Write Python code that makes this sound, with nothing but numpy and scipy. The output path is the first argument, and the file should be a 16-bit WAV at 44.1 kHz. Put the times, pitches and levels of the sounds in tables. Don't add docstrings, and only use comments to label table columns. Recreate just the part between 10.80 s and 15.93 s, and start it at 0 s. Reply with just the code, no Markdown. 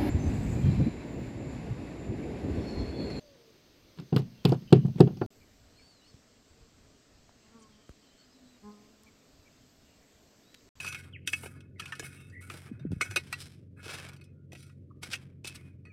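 import sys
import numpy as np
from scipy import signal
from scipy.fft import rfft, irfft, next_fast_len
from scipy.io import wavfile
from scipy.ndimage import map_coordinates

SR = 44100
rng = np.random.default_rng(int(sys.argv[2]) if len(sys.argv) > 2 else 0)


def master(y):
    cut = np.clip(np.atleast_2d(y).T, -1, 1)
    pcm = np.round(cut * 32767)
    wavfile.write(sys.argv[1], SR, pcm.astype(np.int16))


N = 226100


def amp(db):
    return 10 ** (np.asarray(db) / 20)


def unit(x):
    return x / np.sqrt(np.mean(x ** 2) + 1e-20)


def along(points, hz):
    point_hz, value = np.transpose(points)
    return np.interp(np.log(hz + 1), np.log(point_hz + 1), value)


def curves(rows):
    s, *columns = np.transpose(rows)
    return [np.interp(np.arange(N) / SR, s, column) for column in columns]


def wobble(knots_per_s):
    knots = rng.standard_normal(int(N * knots_per_s / SR) + 4)
    return map_coordinates(knots, [np.arange(N) * knots_per_s / SR])


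def filtered(x, response):
    size = next_fast_len(len(x) + 8192)
    return irfft(rfft(x, size) * response(np.fft.rfftfreq(size, 1 / SR)), size)[:len(x)]


def coloured(x, spectrum):
    return unit(filtered(x, lambda hz: amp(along(spectrum, hz))))


def band(x, low_hz, high_hz):
    edges_hz = [low_hz, min(high_hz, SR / 2 - 100)]
    return signal.sosfilt(signal.butter(4, edges_hz, 'band', fs=SR, output='sos'), x)


def sine(hz):
    return np.sin(2 * np.pi * np.cumsum(hz) / SR)


def add(track, s, sound):
    part = track[max(round(s * SR), 0):]
    part[:len(sound)] += sound[:len(part)]


# pitch in Hz, relative level in dB, t60 in s at ring length 1.
PLATE_MODES = [(1235, -2, .06), (1380, -6, .05), (1450, -1, .09), (1485, 0, .06), (1690, -5, .06),
               (1873, -11, .07), (1935, -12, .12), (2190, 0, .08), (2522, -1, .08), (2745, -7, .05),
               (3222, -11, .09), (3558, -11, .08), (3680, -5, .05), (3805, -3, .05), (4052, -6, .11),
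               (4410, -11, .12), (4710, -5, .08), (4802, -1, .06), (5217, -11, .13), (5925, -4, .09),
               (8290, 0, .07), (10005, -3, .07)]
LADLE_MODES = [(1270, -4, .08), (1685, -5, .07), (1776, -7, .06), (2212, -7, .11), (2530, 0, .1),
               (2585, -1, .09), (2870, -9, .06), (5220, -6, .1), (5930, 0, .1), (6040, -3, .07),
               (6885, -3, .08), (7635, -8, .08), (7885, -2, .08), (9078, 0, .08), (10400, -7, .08),
               (12900, -8, .07)]
RING_FLUTTER = .035


def ring(modes, t, spread_db, detune, ring_length=1):
    hz, db, t60_s = np.transpose(modes)[:, :, None]
    strength, shift, phase = rng.standard_normal((3, len(modes), 1))
    fade = amp(db + spread_db * strength) * np.exp(-np.log(1000) * t / (ring_length * t60_s))
    unsteady_s = t + RING_FLUTTER * np.cumsum(rng.standard_normal(len(t))) / SR
    angle = 2 * np.pi * (hz * (1 + detune * shift) * unsteady_s + phase)
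    return np.sum(fade * np.sin(angle.astype('float32')), axis=0)


def nearest_mode(hz):
    return min([*PLATE_MODES, *LADLE_MODES], key=lambda mode: abs(mode[0] - hz))


# low edge in Hz, high edge in Hz.
REGISTERS_HZ = [(280, 900), (900, 1900), (1900, 3200), (3200, 7000), (7000, 15500)]
RING_DB = [-2, -0.5, 0.5, -6.5]
RING_BRIGHTENS = [-1.1, -0.0005, 0.77, 1.0]


def blow_levels(strength_db, bright_db, thud_db, mode_hz, sing_db):
    rings = strength_db + np.array(RING_DB) + bright_db * np.array(RING_BRIGHTENS)
    sings = np.array([low <= mode_hz < high for low, high in REGISTERS_HZ])
    return np.array([strength_db + thud_db, *rings]) + sing_db * sings


# start in s, relative strength in dB,
# brightness in dB, thud in dB over the strength, singing mode near Hz, lift of its register in dB,
# second mode near Hz, clarity of the modes over the clash in relative dB, relative ring length, chatter in s.
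BLOWS = [(0.001, -48, 2.5, -7, 2480, 9, 6885, -2, 1.1, 0.0027),
         (0.046, -41, -3, -11.5, 2585, -2, 1270, -4.5, 1.1, 0.001),
         (0.063, -44, 0, -15, 2510, -6, 1270, -5, 0.9, 0.0025),
         (0.076, -46, 1.5, -11, 2585, 9.5, 2240, -2, 1.5, 0.0015),
         (0.085, -54.5, 13, -32, 2556, 6, 6030, 6, 1.4, 0.0016),
         (0.124, -44, -1, -32, 2520, 1, 2212, -3, 0.98, 0.0019),
         (0.1455, -47, -2.5, -17, 2585, 11.5, 2200, 0.5, 0.76, 0.0012),
         (0.474, -37, 5.5, -12, 2568, 9, 5870, -2, 0.9, 0.00074),
         (0.497, -63, 4, -21, 2590, 3, 6885, 9, 0.81, .0006),
         (0.531, -38, -1.5, -9.5, 2567, 15.5, 2212, 7.5, 1.02, 0.0016),
         (0.632, -52.5, -4.5, 9.5, 2196, 4.5, 2585, 3, 1, 0.0023),
         (0.657, -52.5, -3.5, 10, 2585, 7.5, 1685, -9, 2.3, 0.0024),
         (0.805, -62, -1.5, -23, 2585, 4.5, 1495, -2, 0.64, 0.00054),
         (0.996, -40, -2, -19, 2488, 2.5, 3222, 8.5, 0.47, 0.0038),
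         (1.019, -53, -6.5, -2, 2585, 7.5, 1680, 8, 0.79, 0.0015),
         (1.0562, -50.5, 0, -23, 2490, 10, 5930, -14, .7, 0.002),
         (1.078, -61.5, 5, -20, 2585, 2, 4710, -15, .5, 0.00068),
         (1.1212, -40, -11, -34, 1776, -4.5, 1270, -1.5, 1.07, 0.0024),
         (1.152, -55, 3, -6, 2585, -1, 1685, -11, .6, 0.0012),
         (1.195, -44, 5, 3, 1667, 11, 5900, 9.5, 0.73, 0.00056),
         (1.224, -60.5, -7, 13.5, 2585, 11, 1685, -4, .7, 0.0021),
         (1.498, -64.5, -1.5, -10, 2585, -2, 4710, 8, 0.67, 0.0014),
         (1.619, -65.5, -4, -30, 1685, -15, 4080, -10, 1, 0.005),
         (1.699, -41.5, -12, -9, 1230, -10, 2585, 4, 0.39, 0.00086),
         (1.737, -60.5, 9, 14.5, 1495, 20.5, 2585, 2, 2.2, 0.0028),
         (1.994, -67, -6, 8, 3680, 8, 2760, 9, 1.3, 0.0024),
         (2.1165, -58, 0, 4.5, 3805, 0, 2745, -14, .5, 0.0015),
         (2.209, -37, -11.5, -14, 2194, 8, 1472, 10.5, 0.91, 0.0011),
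         (2.2123, -39.5, 8, 3, 2208, 10.5, 8290, 6, 1.3, 0.0018),
         (2.309, -44.5, -2.5, -4, 2203, -3.5, 2585, 7, 1.2, .002),
         (2.3596, -27.5, -2, -9.5, 2513, 0.5, 1446, 6.5, 0.85, 0.0014),
         (2.3679, -32.5, -1, -6, 2496, 4, 3805, 5.5, 0.99, 0.0013),
         (2.5262, -35.5, -2.5, -18, 1935, 2.5, 4052, -2, 1.5, 0.00085),
         (2.603, -56.5, 5, -15, 5217, 5, 4052, -7, 3.55, 0.0023),
         (3.06, -52.5, -3, 9, 2522, -4, 1495, -8, .6, 0.0032),
         (3.09, -50.5, -10, 3, 2522, 7, 1700, -2, .6, 0.0024),
         (3.287, -59, 7.5, -11, 2585, -14, 4800, 3, 0.41, 0.0016),
         (3.333, -62.5, 4, -14, 2585, -11, 4710, -10, 0.83, 0.0016),
         (3.363, -64, 2.5, -2, 2585, 2, 4410, -7, 1.9, .0012),
         (3.411, -62, 0, -27, 2517, 8, 4410, 12, 1, 0.0018),
         (3.439, -74, 13, -23, 2522, 1, 5160, -3, 1.7, 0.0027),
         (3.719, -62, 3, 0, 2555, 11.5, 1920, 3, 1.1, 0.0012),
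         (3.73, -59, 5, 12, 2530, 2, 1935, -2, 0.51, 0.00073),
         (3.75, -58.5, 0, 2, 2500, 9, 1935, 4, 0.8, 0.006),
         (3.894, -66, -4, -6, 2520, 2.5, 1935, 2, 1.4, 0.0034),
         (4.23, -43, 1.5, -8, 2193, 2.5, 1450, 2.5, 1.3, 0.0026),
         (4.3317, -37.5, -1, -25, 2585, 7.5, 1873, -0.5, 0.99, 0.0023),
         (4.353, -53, 6, -18, 2585, 10, 1270, -9, 0.65, 0.0019),
         (4.6449, -53.5, 4.5, 8, 2585, 13.5, 3558, 6.5, 1.6, 0.00038),
         (4.673, -45, 9, -15.5, 4052, -1.5, 3558, 0, 0.45, 0.005),
         (4.753, -58, 10.5, -16, 4000, 2.5, 4710, -3, 0.61, 0.0046),
         (5.051, -66.5, -2.5, 1.5, 2524, 13.5, 4440, 20, 1.13, 0.0019),
         (5.068, -73.5, -8.5, -4, 2530, 14, 4410, 20.5, 4.4, 0.0014)]
# frequency in Hz, relative level in dB.
CLASH_SPECTRUM = [(150, -31), (330, -2.5), (500, -10), (680, -12), (800, -16.5), (1000, -21), (1450, -5),
                  (1950, -24), (2600, -4), (3100, -17), (5900, -21), (6600, -27.5), (8500, -11.5),
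                  (12800, -19.5), (15800, -32.5)]
PLATE_LEAD_DB, LADLE_LEAD_DB = 13.5, 15


def blows(clash_db, clash_t60_s, note_db, second_db, note_t60_s, left_db, choke_t60_s, tick, level_db):
    out, t = np.zeros(N), np.arange(SR // 5) / SR
    attack = slice(0, SR // 83)
    for (s, strength_db, bright_db, thud_db, note_hz, sing_db, second_hz,
         clear_db, ring_length, chatter_s) in BLOWS:
        mode = nearest_mode(note_hz)
        mode_hz, overtone_hz = mode[0], nearest_mode(second_hz)[0]
        lead_db = PLATE_LEAD_DB if mode in PLATE_MODES else -LADLE_LEAD_DB

        u = t / max(chatter_s, 1e-4)
        force = rng.standard_normal(len(t)) * np.sqrt(u) * np.exp(-u * u / 2)
        force /= np.linalg.norm(force)
        force[0] += tick

        sheet = coloured(rng.standard_normal(len(t)), CLASH_SPECTRUM) * amp(-60 * t / clash_t60_s)
        clash = signal.fftconvolve(force, sheet)[:len(t)]

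        steel = amp(lead_db / 2) * ring(PLATE_MODES, t, 2, .002, ring_length)
        steel += amp(-lead_db / 2) * ring(LADLE_MODES, t, 2, .002, ring_length)
        steel *= amp(left_db) + amp(-60 * t / choke_t60_s)
        note = np.sin(2 * np.pi * mode_hz * t) + amp(second_db) * np.sin(2 * np.pi * overtone_hz * t)
        note *= amp(note_db - 60 * t / (ring_length * note_t60_s))
        build_up = 1 - np.exp(-u * u)
        blow = amp(clash_db - clear_db) * clash + build_up * (steel + note)

        levels_db = blow_levels(strength_db, bright_db, thud_db, mode_hz, sing_db)
        for (low_hz, high_hz), db in zip(REGISTERS_HZ, levels_db):
            part = band(blow, low_hz, high_hz)
            add(out, s, amp(db + level_db) * part / np.std(part[attack]))
    return out


# start in s, rise in s,
# length in s, relative strength in dB, easing off in dB/s at fade speed 1, brightness in dB, wet fizz in dB,
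# share that rings in the steel (0-1).
STROKES = [(-0.01, 0.0096, 0.21, -48, 45.5, -1, -2, 0.22), (0.457, 0.021, 0.2, -52.5, 54.5, 2.5, 1, .3),
           (0.6, 0.029, 0.028, -60.5, 113, -11.5, 21, 0.1),
           (0.733, 0.02, 0.062, -70.5, 62.5, -7.5, -8.5, .5), (0.977, 0.023, 0.34, -58, -1, -2.5, -9, .3),
           (1.172, .065, 0.38, -57.5, 67, 0.5, 3, 0.4), (1.604, 0.012, 0.17, -62.5, 28, -5, 8.5, .4),
           (1.68, 0.044, 0.18, -53.5, 51, -2.5, -3.5, 0), (1.84, 0.028, 0.56, -73, 42.5, -15, 1, 0.2),
           (2.115, .008, .06, -66, 89.5, -3.5, -1.5, 0.4),
           (2.194, 0.023, 0.072, -51.5, 46, -3.5, -2.5, 0.2), (2.367, 0.026, 0.27, -58, 9.5, -1.5, -9, 0),
           (2.29, 0.016, 0.013, -52, 120, -2, -1.5, .35), (2.576, 0.03, 0.25, -54.5, 130.5, 6, -7.5, 0),
           (2.956, 0.036, 0.053, -67.5, -1, -11.5, 4.5, .5), (2.993, 0.13, 0.29, -41, 87.5, -1, -9.5, .08),
           (3.731, 0.076, 0.11, -65, 31, 5, -5.5, .3), (4.21, 0.032, 0.23, -51, 82.5, -0.5, -7.5, 0),
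           (4.292, 0.041, 0.15, -42, 427, 3, -15, 0), (4.638, 0.016, 0.028, -46, 148, 4, -12, 0),
           (4.737, 0.01, 0.14, -58.5, 126.5, -3, -1.5, 0.1)]
DRAG_DB = [-1.9, -0.3, -2.5, -1.2]
DRAG_BRIGHTENS = [-0.78, -0.15, 1, 0.92]
DRAG_FADES = [.75, .8, 1.149, 1.2]
RELEASE_DB_PER_S = 173.5
PRESSURE_DB, PRESSURE_KNOTS_PER_S = 1.5, 49


def stroke_levels():
    power, ringing = np.zeros((len(DRAG_DB), N)) + 1e-11, np.zeros(N)
    t = np.arange(SR) / SR
    for s, rise_s, length_s, strength_db, ease_db_per_s, bright_db, wet_db, share in STROKES:
        bite = np.sin(np.pi / 2 * np.clip(t / rise_s, 0, 1)) ** 2
        fade_db = ease_db_per_s * np.maximum(np.minimum(t, length_s) - rise_s, 0)
        fade_db += RELEASE_DB_PER_S * np.maximum(t - length_s, 0)
        tops_db = strength_db + np.array(DRAG_DB) + bright_db * np.array(DRAG_BRIGHTENS)
        tops_db = tops_db + [0, 0, 0, wet_db]
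        for track, top_db, speed in zip(power, tops_db, DRAG_FADES):
            push = (bite * amp(top_db - speed * fade_db)) ** 2
            add(track, s, push)
            add(ringing, s, share * push)
    levels_db = 10 * np.log10(power) + PRESSURE_DB * wobble(PRESSURE_KNOTS_PER_S)
    return levels_db, np.clip(ringing / power.sum(axis=0), 0, 1)


# frequency in Hz, relative level in dB.
RASP_SPECTRUM = [(180, -35), (330, -5.5), (600, -7), (800, -8.5), (900, -10), (1150, -7.5), (1550, -2.5),
                 (2050, -6.5), (2550, 1.5), (2900, -5.5), (4400, -8.5), (5300, -6), (6600, -17),
                 (9000, -8.5), (11500, -13.5), (15800, -25.5)]
LOAD_DETUNE = .006
CRUMB_DB, CRUMBS_PER_S = 22, 85


def scrapes(grit_db, clump_db, body_db, ring_db, rasp_db, fizz_db):
    (body, main, rasp, fizz), share = stroke_levels()
    slips = unit(rng.standard_normal(N) * amp(grit_db * wobble(900) + clump_db * wobble(70)))
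    snaps = rng.uniform(-np.sqrt(3), np.sqrt(3), N) * (rng.random(N) < CRUMBS_PER_S / SR)
    slips = unit(slips + amp(CRUMB_DB) * snaps)

    rung, step = np.zeros(N), SR // 8
    t = np.arange(step) / SR
    for start in range(0, N, step):
        steel = ring(LADLE_MODES, t, 3, LOAD_DETUNE) + ring(PLATE_MODES, t, 3, LOAD_DETUNE)
        add(rung, start / SR, signal.fftconvolve(slips[start:start + step], unit(steel)))

    rub = coloured(np.sqrt(1 - share) * slips + np.sqrt(share) * unit(rung), RASP_SPECTRUM)
    levels_db = [body + body_db, main + ring_db, rasp + rasp_db, fizz + fizz_db]
    edges_hz = [(320, 2100), (2100, 3200), (3200, 7500), (7500, 17000)]
    return sum(amp(db) * unit(band(rub, low, high)) for db, (low, high) in zip(levels_db, edges_hz))


# start in s, length in s, centre pitch in Hz, rms at the crest in dB.
SWELLING_TONES = [(-0.006, 0.018, 2540, -38), (-0.01, 0.16, 2560, -43), (0.02, 0.2, 2212, -54),
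                  (-0.01, 0.1, 5930, -55), (0.052, 0.03, 2560, -42), (1.324, 0.21, 2620, -67),
                  (1.33, 0.18, 3690, -72), (2.211, 0.028, 2190, -29.5), (2.225, 0.087, 1470, -53),
                  (2.225, 0.07, 2212, -55.5), (2.29, 0.071, 2540, -52), (2.364, 0.016, 2530, -27),
                  (2.528, 0.022, 2710, -38), (3.4, 0.14, 2522, -75), (3.52, 0.16, 1414, -81),
                  (3.786, 0.16, 1414, -72.5), (4.65, 0.095, 2585, -53), (4.78, 0.17, 2490, -71),
                  (5.047, 0.05, 1935, -64)]


def swelling_tones(waver_hz, throb_db, throb_hz):
    out = np.zeros(N)
    for s, length_s, hz, db in SWELLING_TONES:
        u = np.linspace(0, 1, int(length_s * SR))
        throb = sine(throb_hz * np.exp(0.32 * wobble(throb_hz)[:len(u)]))
        tone = sine(hz + waver_hz * wobble(250)[:len(u)])
        add(out, s, np.sin(np.pi * u) * amp(db) * unit(amp(throb_db * throb) * tone))
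    return out


# start in s, relative level in dB, starting pitch in Hz, t60 in s.
BUMPS = [(1.913, -31.5, 242, 0.051), (1.932, -39, 127, 0.14), (2.007, -42, 141.5, 0.77),
         (2.05, -20.5, 281, 0.023), (2.063, -31.5, 168, 0.1), (2.106, -24, 129, 0.045),
         (2.119, -16.5, 244, 0.012), (2.129, -17.5, 163, 0.023), (2.164, -26.5, 124, 0.024),
         (2.29, -42, 105.7, 0.34)]


def bumps(rise_s, sag):
    out, t = np.zeros(N), np.arange(SR // 4) / SR
    for s, db, hz, t60_s in BUMPS:
        tone = sine(hz * (1 - sag * (1 - np.exp(-t / t60_s))))
        onset = 1 - np.exp(-(t / rise_s) ** 2)
        add(out, s, 2 * amp(db - 60 * t / t60_s) * onset * tone)
    return band(out, 50, 710)


# start in s, length in s, start pitch in Hz, end pitch in Hz, arch in Hz,
# level in dB, direct path in dB over the level.
WHISTLES = [(0.135, 0.06, 2880, 1655, 102, -54, -0.5), (0.322, 0.055, 3580, 1398, 81, -45, -1.5),
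            (0.944, 0.053, 2350, 1864, 4, -62.5, -20), (1.303, 0.15, 2290, 2580, 254, -61, -16),
            (1.505, 0.122, 1690, 1930, 205, -50.5, -20), (4.101, 0.013, 1152, 1130, -4, -55.5, -7),
            (4.711, 0.12, 2344, 2210, -40, -58, -9), (5.09, 0.043, 2550, 2175, -7, -57, -1)]
FLUTTER, FLUTTER_KNOTS_PER_S = .4, 300
SMEAR_HZ = 110


def bird(echo_db, echo_t60_s, scatter_t60_s):
    direct, sent = np.zeros((2, N))
    for s, length_s, start_hz, end_hz, arch_hz, db, direct_db in WHISTLES:
        u = np.linspace(0, 1, int(length_s * SR))
        pitch_hz = start_hz + (end_hz - start_hz) * u + arch_hz * np.sin(np.pi * u)
        swell = amp(db) * np.sin(np.pi * u) ** 2
        smear_hz = SMEAR_HZ * (1 - amp(direct_db)) * wobble(FLUTTER_KNOTS_PER_S)[:len(u)]
        add(sent, s, swell * sine(pitch_hz + smear_hz))
        add(direct, s, amp(direct_db) * swell * sine(pitch_hz))
    t = np.arange(SR // 2) / SR
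    decay = amp(-60 * t / scatter_t60_s) + amp(-20.5 - 60 * t / echo_t60_s)
    leaves = rng.standard_normal(len(t)) * decay
    scattered = signal.fftconvolve(sent, leaves / np.linalg.norm(leaves))[:N]
    flutter = unit(1 + FLUTTER * wobble(FLUTTER_KNOTS_PER_S))
    return direct + amp(echo_db) * flutter * scattered


# time in s, hum pitch in Hz.
ENGINE_PITCH = [(0.0, 90.13), (1.81, 91.7), (1.97, 89.7), (2.05, 93.73), (5.13, 89.98)]
# multiple of the hum pitch, relative level in dB.
HUM_ORDERS = [(1, -51), (1.25, -66.5), (1.5, -52), (2, -67.5), (2.5, -71), (3, -70)]


def engine(waver_db, level_db):
    pitch_hz, = curves(ENGINE_PITCH)
    phase = 2 * np.pi * np.cumsum(pitch_hz) / SR
    hum = np.zeros(N)
    for order, db in HUM_ORDERS:
        level = np.sqrt(2) * amp(db + waver_db * wobble(7))
        hum += level * np.sin(order * phase + rng.uniform(0, 2 * np.pi))
    return hum * amp(level_db)


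# frequency in Hz, relative level in dB.
OUTDOORS_SPECTRUM = [(15, -59), (25, -28), (59, -14), (82, -3.5), (141, -2), (240, -9), (390, -15.5),
                     (500, -22), (620, -28.5), (780, -50.5), (1200, -50), (2400, -51), (4000, -57),
                     (15800, -67)]


def rumble(level_db, waver_db):
    return amp(level_db + waver_db * wobble(48)) * coloured(rng.standard_normal(N), OUTDOORS_SPECTRUM)


def scene():
    struck = blows(clash_db=15.0, clash_t60_s=0.055, note_db=13, second_db=-4.5, note_t60_s=0.065,
                   left_db=-8.0, choke_t60_s=0.012, tick=0.91, level_db=-4.0)
    drag = scrapes(grit_db=1.0, clump_db=2.5, body_db=-1.73, ring_db=-3.25, rasp_db=-2.5, fizz_db=-1.2)
    tones = swelling_tones(waver_hz=25, throb_db=5, throb_hz=80)
    knocks = bumps(rise_s=0.0021, sag=0.67)
    whistles = bird(echo_db=0.5, echo_t60_s=0.66, scatter_t60_s=0.046)
    background = engine(waver_db=1.5, level_db=-5.0) + rumble(level_db=-55.0, waver_db=1.9)
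    return (struck + drag + tones + knocks + whistles + background)[None]


TOP_HZ = 15900


def record(dry):
    return filtered(dry[0], lambda hz: hz < TOP_HZ)[None]


dry = scene()
out = record(dry)
master(out)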